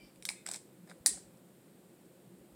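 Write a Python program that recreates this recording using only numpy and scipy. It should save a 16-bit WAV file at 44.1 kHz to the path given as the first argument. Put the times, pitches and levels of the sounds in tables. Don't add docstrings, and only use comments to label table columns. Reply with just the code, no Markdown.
import sys
import numpy as np
from scipy import signal
from scipy.fft import rfft, irfft
from scipy.io import wavfile
from scipy.ndimage import uniform_filter1d

SR = 44100
rng = np.random.default_rng(int(sys.argv[2]) if len(sys.argv) > 2 else 0)


def gain_from_db(level_db):
    decades = np.asarray(level_db, float) / 20
    return 10 ** decades


def output_pcm(signal):
    pcm = np.clip(np.atleast_2d(signal).T, -1, 1) * 32767
    wavfile.write(sys.argv[1], SR, np.round(pcm).astype(np.int16))


N = 112454


def evened(x):
    return x / np.sqrt(np.mean(x ** 2) + 1e-20)


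def read(points, hz):
    f, value = np.transpose(points)
    return np.interp(np.log(hz + 1), np.log(f + 1), value)


def add(mix, start_s, sound):
    part = mix[round(start_s * SR):][:len(sound)]
    part += sound[:len(part)]


def resonate(x, hz, width):
    turn = np.exp(2j * np.pi * hz * np.arange(len(x)) / SR)
    pole = np.exp(-np.pi * abs(width) / SR)
    return 2 * (turn * signal.lfilter([1 - pole], [1, -pole], x / turn)).real


def body(x, modes):
    out = 0
    for k, (hz, width, db) in enumerate(modes):
        once = resonate(x, hz, 0.99 * width)
        out = out + (-1) ** k * gain_from_db(db) * resonate(once, hz, 0.99 * width)
    return out


def clicks(events, modes, rise_share, low_width, echo_db, room_db):
    direct, crack, energy = out = np.zeros((3, N))
    t = np.arange(1500) / SR
    for s, db, fall, low_hz, low_db in events:
        fall = max(fall, 1e-4)
        rise = max(rise_share * fall, 5e-5)
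        envelope = np.where(t < rise, (t / rise) ** 2, np.exp(-(t - rise) / fall))
        drive = rng.standard_normal(len(t)) * envelope
        bright = body(drive, modes)
        bright = gain_from_db(db) * bright / abs(bright).max()
        impulse = 1. * (t == t[round(rise * SR)])
        deep = body(impulse, [(low_hz, low_width, 0)])
        strength = np.linalg.norm(bright)
        start = s - rise / 2
        add(direct, start, bright + gain_from_db(db + low_db) * deep / abs(deep).max())
        add(crack, start, gain_from_db(echo_db) * drive * strength / np.linalg.norm(drive))
        onset = min(e[0] for e in events if e[0] > s - 1 / 200)
        add(energy, onset, np.array([gain_from_db(room_db) * strength]))
    return out


def drag(curve, low, high, low_db):
    out, size = np.zeros(N), SR // 5
    unevenness = 1.4 * rng.exponential(1, size // 64 + 1).repeat(64)[:size]
    grit = rng.standard_normal(size) * gain_from_db(unevenness)
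    s, db = np.transpose(curve)
    level = gain_from_db(np.interp(s[0] + np.arange(size) / SR, s, db, -150, -150))
    rub = evened(body(grit, high)) + gain_from_db(low_db) * evened(body(grit, low))
    add(out, max(s[0], 0), level * evened(rub))
    return out


# (time [s], peak level [dB], decay [s], extra mode [Hz], its level [dB])
TAPS = [(.2240, -39, 0.0019, 2310, -10), (.2523, -24, 0.0016, 2120, -20), (.2527, -46.5, .0005, 3120, 3),
        (.2635, -39, 0.00081, 8100, -3), (.2891, -24.5, 0.0016, 2290, -1.5),
        (.2892, -43.5, .0005, 4100, 11), (.2893, -41, 0.00075, 900, -1.5),
        (.2896, -43.5, 0.00069, 5050, 9.5), (.3006, -32.5, 0.00054, 2100, -9),
        (.3041, -48.5, 0.0019, 900, 3.5), (.3136, -44, .002, 9000, 3)]
# (frequency [Hz], bandwidth [Hz], level [dB])
DISH = [(1500, 950, -10), (3760, 690, 4), (5200, 1300, -1), (8260, 1530, 3), (9400, 2100, -11),
        (12200, 1500, -8.5)]


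def dish_taps():
    return clicks(TAPS, DISH, 0.23, 390, echo_db=-1.5, room_db=-3.0)


# (time [s], peak level [dB], decay [s], extra mode [Hz], its level [dB])
SLIPS = [(.4617, -37.5, .0007, 2030, -1.5), (.4634, -26, 0.0014, 1500, -12),
         (.4725, -35.5, .0007, 3500, -6.5), (.4752, -38, .0006, 2300, -6), (.4870, -34.5, .001, 3720, -4.5),
         (.4888, -29.5, 0.0012, 730, -9), (.4995, -47, .001, 1800, -15), (.5119, -36, 0.00089, 3810, -6),
         (.5136, -25.5, 0.001, 1500, -20.5), (.5208, -39, .0008, 6300, -5), (.5243, -41, .0006, 1500, -12),
         (.5364, -30.5, 0.001, 2170, -20), (.5406, -42, .0006, 5200, -12),
         (.5428, -30.5, 0.0016, 2210, -14), (.551, -45, 0.0014, 1500, -15), (.5570, -38, .0012, 1010, -20),
         (.5606, -32.5, 0.0006, 2110, -18.5), (.5690, -40.5, .0015, 2000, -18)]
# (frequency [Hz], bandwidth [Hz], level [dB])
BLADE = [(3470, 1460, -4.5), (5280, 1470, -2), (7870, 1210, 8), (9060, 3400, -6.5), (11700, 2000, -11),
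         (14000, 3000, -22)]


def butter_slips():
    return clicks(SLIPS, BLADE, 1.7, 550, echo_db=-12., room_db=-8.5)


# (time [s], level [dB])
DRAG = [(.455, -79), (0.464, -50.5), (.51, -53), (0.549, -48.5), (.572, -57), (.585, -87)]
# (frequency [Hz], bandwidth [Hz], level [dB])
BLADE_LOW = [(750, 550, -0.45), (1600, 440, -2.1), (2300, 670, -0.94)]


def blade_drag():
    return drag(DRAG, BLADE_LOW, BLADE, low_db=-4.0)


# (time [s], peak level [dB], decay [s], extra mode [Hz], its level [dB])
SNAPS = [
    (1.0593, -43, 0.00085, 500, -3),
    (1.0610, -13, 0.00018, 800, -25),
    (1.0614, -8.5, 0.00021, 1850, -20.5),
    (1.0622, -10.5, 0.00023, 2280, -25),
    (1.0624, -30, 0.00032, 6000, 9),
    (1.0626, -33, 0.00034, 4450, 9),
    (1.0633, -21, .002, 1880, -18),
]
# (frequency [Hz], bandwidth [Hz], level [dB])
LID = [(3800, 830, -5.5), (5200, 1400, -2), (6160, 800, -9), (7640, 1500, 6), (9680, 1600, 0.5),
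       (10220, 1300, -2), (13380, 4000, -17.5)]


def lid_snap():
    return clicks(SNAPS, LID, .7, 428, echo_db=2.5, room_db=-5.0)


# (frequency [Hz], level [dB], T60 [s])
RING_BEFORE = [(2353, -61, 0.39), (3055, -67.5, 0.27), (4770, -70, 0.65)]
RING_AFTER = [(1670, -61, 0.26), (2390, -68, 0.18), (2370, -63, 0.23)]
RING_LATE = [(2100, -65.5, 1.1), (2540, -65, 1.2), (3630, -64.5, .7), (4000, -75, 1.5)]


def ring(start_s, modes, swell_s, rock, length):
    out, t = np.zeros(N), np.arange(0, length, 1 / SR)
    swell = np.clip((t + 1e-4) / max(swell_s, 1e-4), 0, 1)
    fade = swell * np.clip((t[-1] - t) / (.3 * length), 0, 1)
    for hz, db, t60 in modes:
        waver = rock * evened(resonate(rng.standard_normal(len(t)), hz, 40.))
        partial = 0.81 * np.sin(2 * np.pi * hz * t) + waver
        add(out, start_s, fade * gain_from_db(db - 60 * t / t60) * partial)
    return out


def dish_rings():
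    before = ring(0, RING_BEFORE, swell_s=0.00081, rock=0.42, length=0.26)
    after = ring(.295, RING_AFTER, swell_s=.02, rock=0.39, length=0.13)
    late = ring(.33, RING_LATE, swell_s=.04, rock=.15, length=.135)
    return before + after + late


# (time [s], level [dB])
SWISH = [(0, -74), (.05, -68), (.09, -71.5), (.14, -83)]
# (frequency [Hz], bandwidth [Hz], level [dB])
SWISH_BODY = [(4520, 300, 0.5), (5360, 780, -6), (2400, 2000, -9.5)]
DISH_LOW = [(2290, 360, -19), (3020, 73, -13)]


def blade_swish():
    return drag(SWISH, DISH_LOW, SWISH_BODY, low_db=-19.0)


# (time [s], peak level [dB], decay [s], extra mode [Hz], its level [dB])
SCUFFS = [(.1583, -53.5, 0.0026, 2400, -5), (.8735, -57.5, 0.0028, 5200, -4.5),
          (.8893, -53, .0015, 1885, -6), (.8951, -56, 0.0017, 5140, 1), (.8979, -48, 0.0010, 2050, 1),
          (.8981, -59.5, 0.00046, 3800, 9), (.8985, -60.5, 0.00072, 651, 8.5),
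          (.9055, -49.5, .0015, 1400, -6.5), (.9142, -51.5, 0.001, 1600, 7), (0.69, -64, 0.0025, 650, 9),
          (0.59, -55, 0.0011, 2000, -8), (1.0556, -50.5, 0.002, 900, -8.5), (1.1745, -65, 0.0013, 1500, 15)]
# (frequency [Hz], bandwidth [Hz], level [dB])
SCUFF = [(3740, 1080, -2), (5040, 660, 0.5), (6754, 1200, -8), (8700, 2200, -1)]


def scuffs():
    return clicks(SCUFFS, SCUFF, 0.73, 750, echo_db=-10.5, room_db=-1.0)


# (time [s], level [dB])
RUB = [(.865, -99), (.875, -62.5), (.89, -66.5), (.92, -54.5), (.94, -90), (.97, -82)]
# (frequency [Hz], bandwidth [Hz], level [dB])
SCUFF_LOW = [(650, 310, 8), (1600, 700, -1), (2350, 550, -6)]


def sleeve_rub():
    return drag(RUB, SCUFF_LOW, SCUFF, low_db=10.5)


# (time [s], peak level [dB], decay [s], low mode [Hz], low level [dB])
SPECKS = [
    (1.3715, -56.5, .002, 497, -21),
    (2.055, -58.5, 0.0023, 498, -26),
]


def specks():
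    return clicks(SPECKS, BLADE, 0.829, 400, echo_db=-8., room_db=-7.0)


# (time [s], frequency [Hz], level [dB], half-length [s])
BUMPS = [(0.047, 47.2, -66, 0.046), (.2, 45.4, -74, 0.04), (0.31, 50.5, -69, 0.033),
         (.842, 189, -51, 0.019), (.915, 179.5, -52, 0.037), (1.01, 90.3, -54, 0.011),
         (1.064, 544, -47, 0.0035), (1.068, 840, -47.5, 0.0063), (1.073, 252, -51.5, .012),
         (1.089, 300, -51.5, 0.019), (1.101, 1930, -63, 0.011), (1.118, 424, -53.5, .012),
         (1.121, 196, -54, 0.02), (1.139, 60, -61, 0.049), (1.144, 745, -58, .01),
         (1.175, 550, -56.5, .014), (1.178, 760, -56, 0.0082), (1.205, 370, -53.5, 0.0066),
         (1.268, 71, -67, 0.035), (2.28, 151.4, -56.5, .015), (2.41, 59.9, -68, 0.026),
         (2.54, 59, -62, 0.033)]


def bumps():
    out = np.zeros(N)
    for s, hz, db, length in BUMPS:
        t = np.arange(-length, length, 1 / SR)
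        swell = np.cos(np.pi * t / length / 2) ** 2
        add(out, s - length, gain_from_db(db) * swell * np.cos(2 * np.pi * hz * t))
    return out


# (delay [s], level [dB])
ECHOES = [(.0071, 0.5), (.0098, -8), (.0117, -8), (.0163, -7), (.023, -17.5), (.030, -18.5)]
# (frequency [Hz], T60 [s])
ROOM_T60 = [(500, 0.208), (2000, 0.39), (4000, 0.33), (8000, 0.3), (14000, 0.17)]
# (frequency [Hz], level [dB])
ROOM_TONE = [(300, -49), (900, -26.5), (2900, -27), (4300, -13), (6300, -15), (7700, -2), (9700, -3),
             (12000, -22.5)]
# (frequency [Hz], level [dB])
WALL_LOSS = [(9500, 0.5), (12000, -6), (16000, -14)]


def kitchen(direct, crack, energy):
    hz, t, z = signal.stft(rng.standard_normal(SR // 2), SR, nperseg=256)
    decay = gain_from_db(-60 * t / read(ROOM_T60, hz)[:, None])
    tail = signal.istft(z * decay, SR, nperseg=256)[1]
    tail = tail * np.clip(np.arange(len(tail)) / SR / 0.0046 - .6, 0, 1)
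    tail = gain_from_db(0.5) * tail / np.linalg.norm(tail)
    walls = np.zeros(len(tail))
    for delay, db in ECHOES:
        add(walls, delay, np.array([gain_from_db(db)]))
    wet = signal.fftconvolve(crack, walls)[:N] + signal.fftconvolve(energy, tail)[:N]
    hz = np.fft.rfftfreq(N, 1 / SR)
    toned = irfft(rfft(wet) * gain_from_db(5 + read(ROOM_TONE, hz)), N)
    echoed = rfft(signal.fftconvolve(direct, tail + walls)[:N])
    return toned + irfft(echoed * gain_from_db(-17 + read(WALL_LOSS, hz)), N)


def air(colour, patchy_db):
    frames, hz = N // 256 + 5, np.fft.rfftfreq(1024, 1 / SR)
    a, b, patches = rng.standard_normal((frames, 513, 3)).T
    patches = uniform_filter1d(patches, size=10, axis=0)
    patches = evened(uniform_filter1d(patches, size=12, axis=1))
    z = (a + 1j * b) * gain_from_db(read(colour, hz)[:, None] + patchy_db * patches)
    return evened(signal.istft(z, nperseg=1024, noverlap=768)[1][:N])


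# (frequency [Hz], spectral density [dB per Hz])
FAN = [(12, -66), (20, -41.5), (86, -32), (113, -18), (181, -1), (213, -1.5), (341, -2.5), (401, -5.5),
       (1500, -25.5), (1950, -59), (3300, -120)]
# (frequency [Hz], bandwidth [Hz], level [dB])
FAN_MOANS = [(132, 14.79, -72), (184.5, 16, -65.5), (347.3, 25, -69.5), (528, 36, -72)]


def fan():
    moans = sum(gain_from_db(db) * evened(resonate(rng.standard_normal(N), hz, width))
                for hz, width, db in FAN_MOANS)
    return gain_from_db(-63.5) * air(FAN, patchy_db=1.5) + moans


# (frequency [Hz], spectral density [dB per Hz])
HISS = [(710, -31), (1200, -5.5), (1510, 1), (4040, -3.5), (6160, -8.5), (8260, 2), (10500, -4),
        (15000, -3), (16000, -13)]


def microphone_hiss():
    return gain_from_db(-70) * air(HISS, patchy_db=0.2)


def scene():
    hits = dish_taps() + butter_slips() + lid_snap() + scuffs() + specks()
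    rubs = blade_drag() + blade_swish() + sleeve_rub()
    floor = fan() + microphone_hiss()
    return (hits[0] + rubs + kitchen(*hits) + dish_rings() + bumps() + floor)[None]


def low_pass(x):
    return signal.sosfilt(signal.butter(12, 17040, fs=SR, output="sos"), x)


def record(dry):
    lowpass = signal.firwin(255, 16700, fs=SR)
    mix = signal.oaconvolve(dry, lowpass[None], "same")
    return low_pass(mix)


dry = scene()
out = record(dry)
output_pcm(out)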